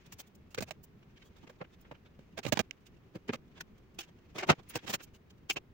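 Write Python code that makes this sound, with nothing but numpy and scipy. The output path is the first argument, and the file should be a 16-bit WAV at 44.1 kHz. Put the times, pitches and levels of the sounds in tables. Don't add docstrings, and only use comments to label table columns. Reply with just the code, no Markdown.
import sys
import numpy as np
from scipy import signal
from scipy.fft import rfft, irfft
from scipy.io import wavfile
from scipy.ndimage import uniform_filter1d

SR = 44100
rng = np.random.default_rng(int(sys.argv[2]) if len(sys.argv) > 2 else 0)


def store_pcm(level_fs):
    pcm = np.round(np.clip(level_fs, -1, 1) * 32767).astype(np.int16)
    wavfile.write(sys.argv[1], SR, np.atleast_2d(pcm).T)


N = 252693
SIZE, LEAD = 4608, 1764
MS = (np.arange(SIZE) - LEAD) / SR * 1000
HZ = np.maximum(np.arange(SIZE // 2 + 1) * SR / SIZE, 1)
SCENE_HZ = np.maximum(np.arange(N // 2 + 1) * SR / N, 1)
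WOOD_WEIGHT_HZ, LIGHT_WEIGHT_HZ, BRIGHT_HZ = 400, 1010, 3130
SHAKEN_RING_HZ, SHAKEN_RING_DB = 2449, -3

# f/Hz, width/Hz, gain/dB
WARDROBE_MODES = [(141.2, 50, -24.5), (382, 10, -9.5), (577, 56, -8), (785, 37, -6), (937, 9.2, 1),
                  (1102, 22, -36.5), (1103, 14, -29.5), (1625, 240, -4), (2210, 11, -7.5),
                  (2435, 560, -3.5), (2680, 19, -3), (3111, 92, -1.5), (3790, 31, 0.5), (6683, 900, -5)]
# f/Hz, gain/dB
PORT_RESPONSE = [(7000, 0), (8500, -1), (11500, -3), (13500, -3), (14400, 5), (15200, 12), (15700, 12),
                 (16300, 2)]
BLOW_EDGES_HZ = [70, 380, 1300, 3800, 8500, 16500]


def amp(db):
    return 10 ** (np.asarray(db) / 20)


def unit(x):
    return x / np.sqrt(np.mean(x ** 2))


def sides(pan_db):
    return unit(amp(np.array([[pan_db], [-pan_db]]) / 2))


def curve(points, hz):
    f, db = np.transpose(points)
    return amp(np.interp(np.log(hz), np.log(f), db))


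def colour(x, gain):
    cepstrum = irfft(np.log(gain + 1e-9))
    cepstrum[1:SIZE // 2] *= 2
    cepstrum[SIZE // 2 + 1:] = 0
    return irfft(rfft(x) * np.exp(rfft(cepstrum)))


def band_centres(edges_hz):
    edges_hz = np.array(edges_hz)
    return np.sqrt(edges_hz[:-1] * edges_hz[1:])


def band_levels(edges_hz, tone_db, weight_db, weight_hz, bright_db):
    hz = band_centres(edges_hz)
    bass = 1 / (1 + (hz / weight_hz) ** 4)
    treble = np.log10(np.hypot(1, (hz / BRIGHT_HZ) ** 2))
    return np.array(tone_db) + weight_db * bass + bright_db * treble


def equalise(x, edges_hz, bands_db, duration_samples):
    for _ in range(2):
        spectrum = np.mean(np.abs(rfft(x)) ** 2, axis=0) * 2 / SIZE
        energy = np.array([spectrum[(HZ >= lo) & (HZ < hi)].sum()
                           for lo, hi in zip(edges_hz, edges_hz[1:])])
        gain_db = bands_db - 10 * np.log10(energy / duration_samples)
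        x = colour(x, curve(np.c_[band_centres(edges_hz), gain_db], HZ))
    return x


def swell(rise_ms, decay_ms, onset_spans):
    shape = np.exp(np.where(MS < 0, MS / rise_ms, -MS / decay_ms))
    return shape * np.clip(MS / rise_ms + onset_spans, 0, 1)


def snatch(length_ms, fade_ms):
    return .5 - .5 * np.tanh((MS - length_ms) / fade_ms)


def add(out, t_s, event):
    start = int(t_s * SR) - LEAD
    lo, hi = max(start, 0), min(start + SIZE, N)
    out[:, lo:hi] += event[:, lo - start:hi - start]


def drift(rate_hz):
    hold = int(SR / rate_hz)
    steps = np.repeat(rng.standard_normal(N // hold + 1), hold)
    return unit(uniform_filter1d(uniform_filter1d(steps, hold), hold)[:N])


def port_noise(samples, hz, apart_hz, treble_coherence):
    coherence = treble_coherence + (.93 - treble_coherence) / (1 + (hz / apart_hz) ** 2)
    mid, side = rfft(rng.standard_normal((2, samples))) * np.sqrt([1 + coherence, 1 - coherence])
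    return irfft(np.array([mid + side, mid - side]), samples) / np.sqrt(2)


def room():
    # f/Hz, density/dB
    spectrum = [(25, -9), (70, -1.5), (200, -4), (300, -10.5), (380, -8.5), (520, -17.5), (800, -22.5),
                (1200, -23.5), (2500, -29.5), (4500, -39), (6500, -43.5), (8500, -54.5), (12000, -48.5),
                (16000, -57)]
    noise = port_noise(N, SCENE_HZ, apart_hz=490, treble_coherence=.06)
    air = unit(irfft(rfft(noise) * curve(spectrum, SCENE_HZ) * curve(PORT_RESPONSE, SCENE_HZ), N))
    rumble = irfft(rfft(air) / (1 + (SCENE_HZ / 450) ** 4), N)
    waver_db = 2.1 * drift(rate_hz=35)
    return amp(-60) * (rumble * amp(waver_db) + air - rumble)


def mic_hiss():
    return amp(-88) * irfft(rfft(rng.standard_normal((2, N))) * curve(PORT_RESPONSE, SCENE_HZ), N)


def briskness_db(t_s):
    # t/s, level/dB
    friction = [(0.0, -66), (0.27, -78), (0.99, -80), (1.42, -74), (2.15, -81), (2.55, -72.5), (2.68, -80),
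                (3.5, -76.5), (3.8, -79.5), (4.39, -75), (4.58, -73), (4.76, -59), (4.88, -67.5),
                (5.11, -80), (5.3, -85), (5.73, -84)]
    return np.interp(t_s, *np.transpose(friction))


def brush():
    # f/Hz, density/dB
    spectrum = [(300, -8.5), (1000, 5), (2500, 13), (4200, 2.5), (6500, 0.5), (8500, -13.5), (12000, -17.5),
                (16000, -20.5)]
    white = rng.standard_normal((2, N))
    rub = irfft(rfft(white) * curve(spectrum, SCENE_HZ) * curve(PORT_RESPONSE, SCENE_HZ), N)
    flutter_db = 3.8 * drift(rate_hz=70)
    return unit(rub) * amp(briskness_db(np.arange(N) / SR) - 1.5 + flutter_db)


def grains(spread_db):
    sizes = amp(spread_db * np.repeat(rng.standard_normal(SIZE // 16), 16))
    return unit(port_noise(SIZE, HZ, apart_hz=520, treble_coherence=-.05) * sizes)


def wardrobe(x):
    lags_s = rng.uniform(.3, 3, (2, 4, 1)) / 1000
    echoes = .21 * np.sum(np.exp(-2j * np.pi * HZ * lags_s), axis=1)
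    resonances = sum(amp(db) / (1 + 1j * (HZ ** 2 - hz ** 2) / (HZ * width_hz))
                     for hz, width_hz, db in WARDROBE_MODES)
    return irfft(rfft(x) * (1 + echoes) * (1 + resonances))


def mode(hz, db, width_hz):
    phase = rng.uniform(0, 2 * np.pi)
    port_shift = np.array([[1], [-1]]) * rng.uniform(-1, 1) * min(hz / 800, np.pi / 2)
    blur = np.cumsum(rng.standard_normal(SIZE)) * np.sqrt(hz * .33 / SR)
    gain = amp(db) * np.sqrt(4 * width_hz / SR)
    return gain * np.sin(2 * np.pi * hz * MS / 1000 + phase + port_shift + blur)


def grain_burst(db, rise_ms, decay_ms, weight_db, bright_db):
    edges_hz = [70, 1300, 3800, 8500, 16500]
    tone_db = [1, 0.5, -2, -9]
    shape = swell(rise_ms, decay_ms, onset_spans=2.16) * snatch(9.5 + .51 * decay_ms, fade_ms=6.4)
    ring_hz = 3160 * 2 ** (.27 * rng.uniform(-1, 1))
    ring_db = 5 - .3 * (db + 52)
    burst = wardrobe(grains(spread_db=0)) + mode(ring_hz, ring_db, width_hz=730)
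    burst = colour(burst, curve(PORT_RESPONSE, HZ) / (1 + (110 / HZ) ** 4)) * shape
    bands_db = db + band_levels(edges_hz, tone_db, weight_db, LIGHT_WEIGHT_HZ, bright_db)
    return equalise(burst, edges_hz, bands_db, np.sum(shape ** 2))


def crinkles(per_s=7, spread_db=9.5):
    out = np.zeros((2, N))
    for slot in range(int(per_s * N / SR)):
        t_s = (slot + rng.uniform()) / per_s
        size_db, bright_db = spread_db * rng.uniform(-1, 1, 2)
        db = briskness_db(t_s) + 1 + size_db
        fold = grain_burst(db, rise_ms=5, decay_ms=9, weight_db=-2.5, bright_db=bright_db - 2)
        add(out, t_s, fold * sides(pan_db=-9))
    return out


def swishes_and_rattle():
    # t/s, level/dB, rise/ms, decay/ms, weight/dB, brightness/dB, pan/dB
    bursts = [(0.124, -52.5, 2.3, 19, -3, 8, -0.5), (0.203, -51, 11.6, 11.7, -2, 10, -0.5),
              (0.277, -71, 7.8, 8, -10, 10, -3), (0.354, -70, 3.9, 7, -15, 14, 1),
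              (0.509, -68.5, 3.2, 40, -1, 5, -4), (0.579, -41, 2.1, 2.5, 1, -9, -13),
              (0.69, -54.5, 13, 9.5, 2.5, -3, -3), (0.839, -71.5, 5.4, 13, -12, 22.5, -2),
              (1.03, -63, 3, 9, 0.5, -18, -2), (1.18, -57, 14, 5.4, -28, -16, -2),
              (1.228, -55, 10, 6, -21, -16, -1), (1.26, -71.5, 15, 38, 9, 6, -2),
              (1.37, -63.5, 8, 9.2, 3, -4, -5), (1.438, -63.5, 6.7, 10, 14.5, -10, -5.5),
              (1.477, -55, 5.7, 6.5, 0.5, -13, 1), (1.65, -54, 7, 5, -6, -43, 0),
              (1.742, -65.5, 17, 9, -3, -5, -3), (1.815, -83, 6.7, 5.3, 0, 25.5, -3),
              (1.851, -59.5, 4.8, 21, -5, -38, -1), (1.953, -59, 9.4, 14, -6, -25, -4),
              (2.063, -61.5, 10, 18, -3, -16.5, -2), (2.435, -47, 3.5, 17, -12, -4, -12),
              (2.56, -50.5, 9.2, 11, 1, -7, 3), (2.869, -59, 8.3, 11, -22, 0, -8),
              (3.286, -48.5, 4.8, 4.8, 0, -5, -3), (3.581, -55.5, 19, 12.5, -3, -13, -3),
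              (4.035, -55, 14, 20, -18, -6, -1), (4.091, -66, 11, 10, 8.5, -4.5, -1.5),
              (4.361, -49.5, 8.1, 24, 7.5, -5, -0.5), (4.48, -50.5, 8.2, 11, 8, 0, 3),
              (4.526, -36.5, 5, 8.7, 4.5, -23.5, -1.5), (4.598, -59, 14, 11, 9, -11, -4),
              (4.699, -66, 8.3, 17, 6, 21.5, 0), (4.793, -51, 21, 7.8, -19, -23, -2),
              (4.849, -58.5, 14, 10, 11, -4, 0), (4.881, -39.5, 10.9, 6.8, -5, -6, -9),
              (4.903, -40.5, 11.6, 15.3, 3.5, 5, -1.5), (4.941, -32, 8.8, 16.7, -4, 1.5, -1),
              (5.007, -50.5, 7.5, 15, -2.5, -13, -1), (5.039, -59, 15.5, 10, -9, 13, -8.5),
              (5.149, -64.5, 9.5, 29, -1, 2, -0.5), (5.307, -60.5, 5.9, 7.3, -15, -0.5, -2.5),
              (5.53, -59.5, 9.8, 13, -24, 14, -2)]
    out = np.zeros((2, N))
    for t_s, db, rise_ms, decay_ms, weight_db, bright_db, pan_db in bursts:
        add(out, t_s, grain_burst(db, rise_ms, decay_ms, weight_db, bright_db) * sides(pan_db))
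    return out


def hanger_ring(hz, db):
    return sum(mode(hz * ratio, db + offset_db, width_hz=1400)
               for ratio, offset_db in [(.86, -1.5), (1, -1.5), (1.14, -4.5)])


def strike(bands_db, rise_ms, decay_ms, pan_db, thump_hz, hollow_hz, hollow_db,
           ring_hz=SHAKEN_RING_HZ, ring_db=SHAKEN_RING_DB):
    shape = swell(rise_ms, decay_ms, onset_spans=24)
    cut = snatch(12 + .85 * decay_ms, fade_ms=2)
    duration_samples = np.sum((shape * cut) ** 2)
    crack_share = .3 * np.exp(-rise_ms / 1.8)
    contact = grains(spread_db=3) * shape * np.sqrt(1 - crack_share)
    contact[:, LEAD] += np.sqrt(crack_share * duration_samples)
    rattle = wardrobe(contact)
    body = mode(thump_hz, db=7.5, width_hz=89) + mode(hollow_hz, hollow_db, width_hz=370)
    blow = rattle + shape * (body + hanger_ring(ring_hz, ring_db))
    blow = colour(blow, curve(PORT_RESPONSE, HZ) / (1 + (100 / HZ) ** 6)) * cut
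    blow = equalise(blow, BLOW_EDGES_HZ, bands_db, duration_samples)
    bass = 1 / (1 + (HZ / 400) ** 4)
    return irfft(rfft(blow) * (bass * sides(1.8 * pan_db) + (1 - bass) * sides(pan_db)))


def clacks():
    # t/s, level/dB, rise/ms, decay/ms, weight/dB, brightness/dB, ring/Hz, ring/dB, pan/dB
    hits = [(0.547, -39, 1.1, 4, -1.5, 3.5, 2250, -4, -3.5),
            (2.71, -25, 0.28, 1.16, -38, -15, 2505, 15.5, -20),
            (3.61, -37.5, 3.1, 4.3, -6, -0.5, 1743, 5.5, 0.5),
            (3.9893, -39.5, 1.6, 10, 2.5, 5, 2950, 10, -1), (4.01, -44.5, 6.9, 6.6, -7, 6, 2810, -2, -3),
            (4.385, -37, 3.9, 26, 3, -3.5, 2200, -3, -0.5), (5.5, -28, 2.34, 8, -4.5, 1.5, 2824, 12, -0.5),
            (5.5079, -27, 1, 6.2, -8, -5, 2707, 13.5, 0), (5.562, -39.5, 1.1, 4, 5, -12, 2650, 13, -3.5),
            (5.569, -33, 2.9, 8.2, 3.5, -10.5, 2698, 16.5, -3)]
    tone_db = [-11.5, -6.5, 0.5, -4.5, -14]
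    out = np.zeros((2, N))
    for t_s, db, rise_ms, decay_ms, weight_db, bright_db, ring_hz, ring_db, pan_db in hits:
        bands_db = db + band_levels(BLOW_EDGES_HZ, tone_db, weight_db, LIGHT_WEIGHT_HZ, bright_db)
        add(out, t_s, strike(bands_db, rise_ms, decay_ms, pan_db, thump_hz=342,
                             hollow_hz=808, hollow_db=-5.5, ring_hz=ring_hz, ring_db=ring_db))
    return out


def knocks():
    # t/s, level/dB, rise/ms, decay/ms, weight/dB, brightness/dB,
    # thump/Hz, hollow/Hz, hollow/dB, pan/dB
    hits = [(0.5857, -32.5, 3.1, 4.7, -1, 0, 395, 501, 22, -0.5),
            (0.6069, -43, 1.1, 9, 8.5, 12, 181, 603, -7, -10),
            (0.6247, -39.5, 2.0, 9.3, 4, 11, 234, 642, 11, -3),
            (0.7088, -37, .4, 6.8, -11, 3.5, 160, 626, 21, -7),
            (2.379, -36.5, 2.6, 4.8, -8, 1, 386, 672, 15, -9.5),
            (2.3902, -38.5, 4.8, 5.3, -5, 1.5, 390, 740, 2, -1),
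            (2.453, -35, 2.5, 3.7, 3.5, -1, 153, 565, 2.5, -8),
            (2.466, -33.5, 1.8, 4.4, 4.5, 2.5, 308, 560, 8.5, -9),
            (2.487, -45.5, 10, 6.4, 9.5, 10.5, 95, 1200, 5, -1),
            (2.524, -24, .8, 8.5, 1, 6, 242, 595, 7, -8.5),
            (2.5733, -27, .9, 5.1, -3.5, -3.5, 223, 928, 2.5, -12),
            (2.5923, -25.5, 0.34, 12.1, -1.5, 5, 216, 641, 4, -7.5),
            (3.293, -32.5, 1.9, 9.5, 5.5, -22, 232, 431, 4, -1),
            (3.335, -37.5, 4.1, 17, -3, -1, 234, 501, -1, -2),
            (4.434, -33, 6.5, 9, -8.5, -10, 348, 378, 10, -0.5),
            (4.494, -24, 3.8, 10, -4.5, -10.5, 230, 897, 0.5, 1),
            (4.501, -17.5, 5, 10.6, -2.5, -5.5, 148, 1021, -1, -0.5),
            (4.757, -34, 2.9, 12.7, -0.5, 8.5, 321, 461, 4.5, -1)]
    tone_db = [0, 0.5, -1.5, -7.5, -19]
    out = np.zeros((2, N))
    for t_s, db, rise_ms, decay_ms, weight_db, bright_db, thump_hz, hollow_hz, hollow_db, pan_db in hits:
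        bands_db = db + band_levels(BLOW_EDGES_HZ, tone_db, weight_db, WOOD_WEIGHT_HZ, bright_db)
        add(out, t_s, strike(bands_db, rise_ms, decay_ms, pan_db, thump_hz, hollow_hz, hollow_db))
    return out


def thuds():
    # t/s, level/dB, rise/ms, decay/ms, weight/dB, brightness/dB, thump/Hz, pan/dB
    hits = [(1.498, -48, 3.3, 9.8, -10, 11, 127, -2), (1.616, -36.5, 4.6, 7.7, -4.5, -10.5, 174, -1.5),
            (1.914, -42, 1.8, 9.2, -3, -5.5, 136, -1), (2.193, -55, 3, 5, 9, 9, 232, -1),
            (3.157, -45, 5.4, 9.9, 9, 11, 318, -0.5)]
    tone_db = [0, 0, -7.5, -20, -34]
    out = np.zeros((2, N))
    for t_s, db, rise_ms, decay_ms, weight_db, bright_db, thump_hz, pan_db in hits:
        bands_db = db + band_levels(BLOW_EDGES_HZ, tone_db, weight_db, WOOD_WEIGHT_HZ, bright_db)
        add(out, t_s, strike(bands_db, rise_ms, decay_ms, pan_db, thump_hz, hollow_hz=501, hollow_db=1.5))
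    return out


def squeaks():
    # t/s, f/Hz, level/dB, half length/ms
    slides = [(4.697, 9450, -51, 6), (4.94, 3580, -43, 9)]
    out = np.zeros((2, N))
    for t_s, hz, db, half_ms in slides:
        tone = irfft(rfft(rng.standard_normal((2, SIZE))) / (1 + ((HZ - hz) / 240) ** 2))
        add(out, t_s, unit(tone) * amp(db) * np.exp(-(MS / half_ms) ** 2))
    return out


def scene():
    blows = knocks() + clacks() + thuds()
    return blows + swishes_and_rattle() + squeaks() + brush() + room() + mic_hiss() + crinkles()


def record(dry):
    return signal.sosfilt(signal.ellip(8, .2, 70, 15800, fs=SR, output="sos"), dry)


dry = scene()
out = record(dry)
store_pcm(out)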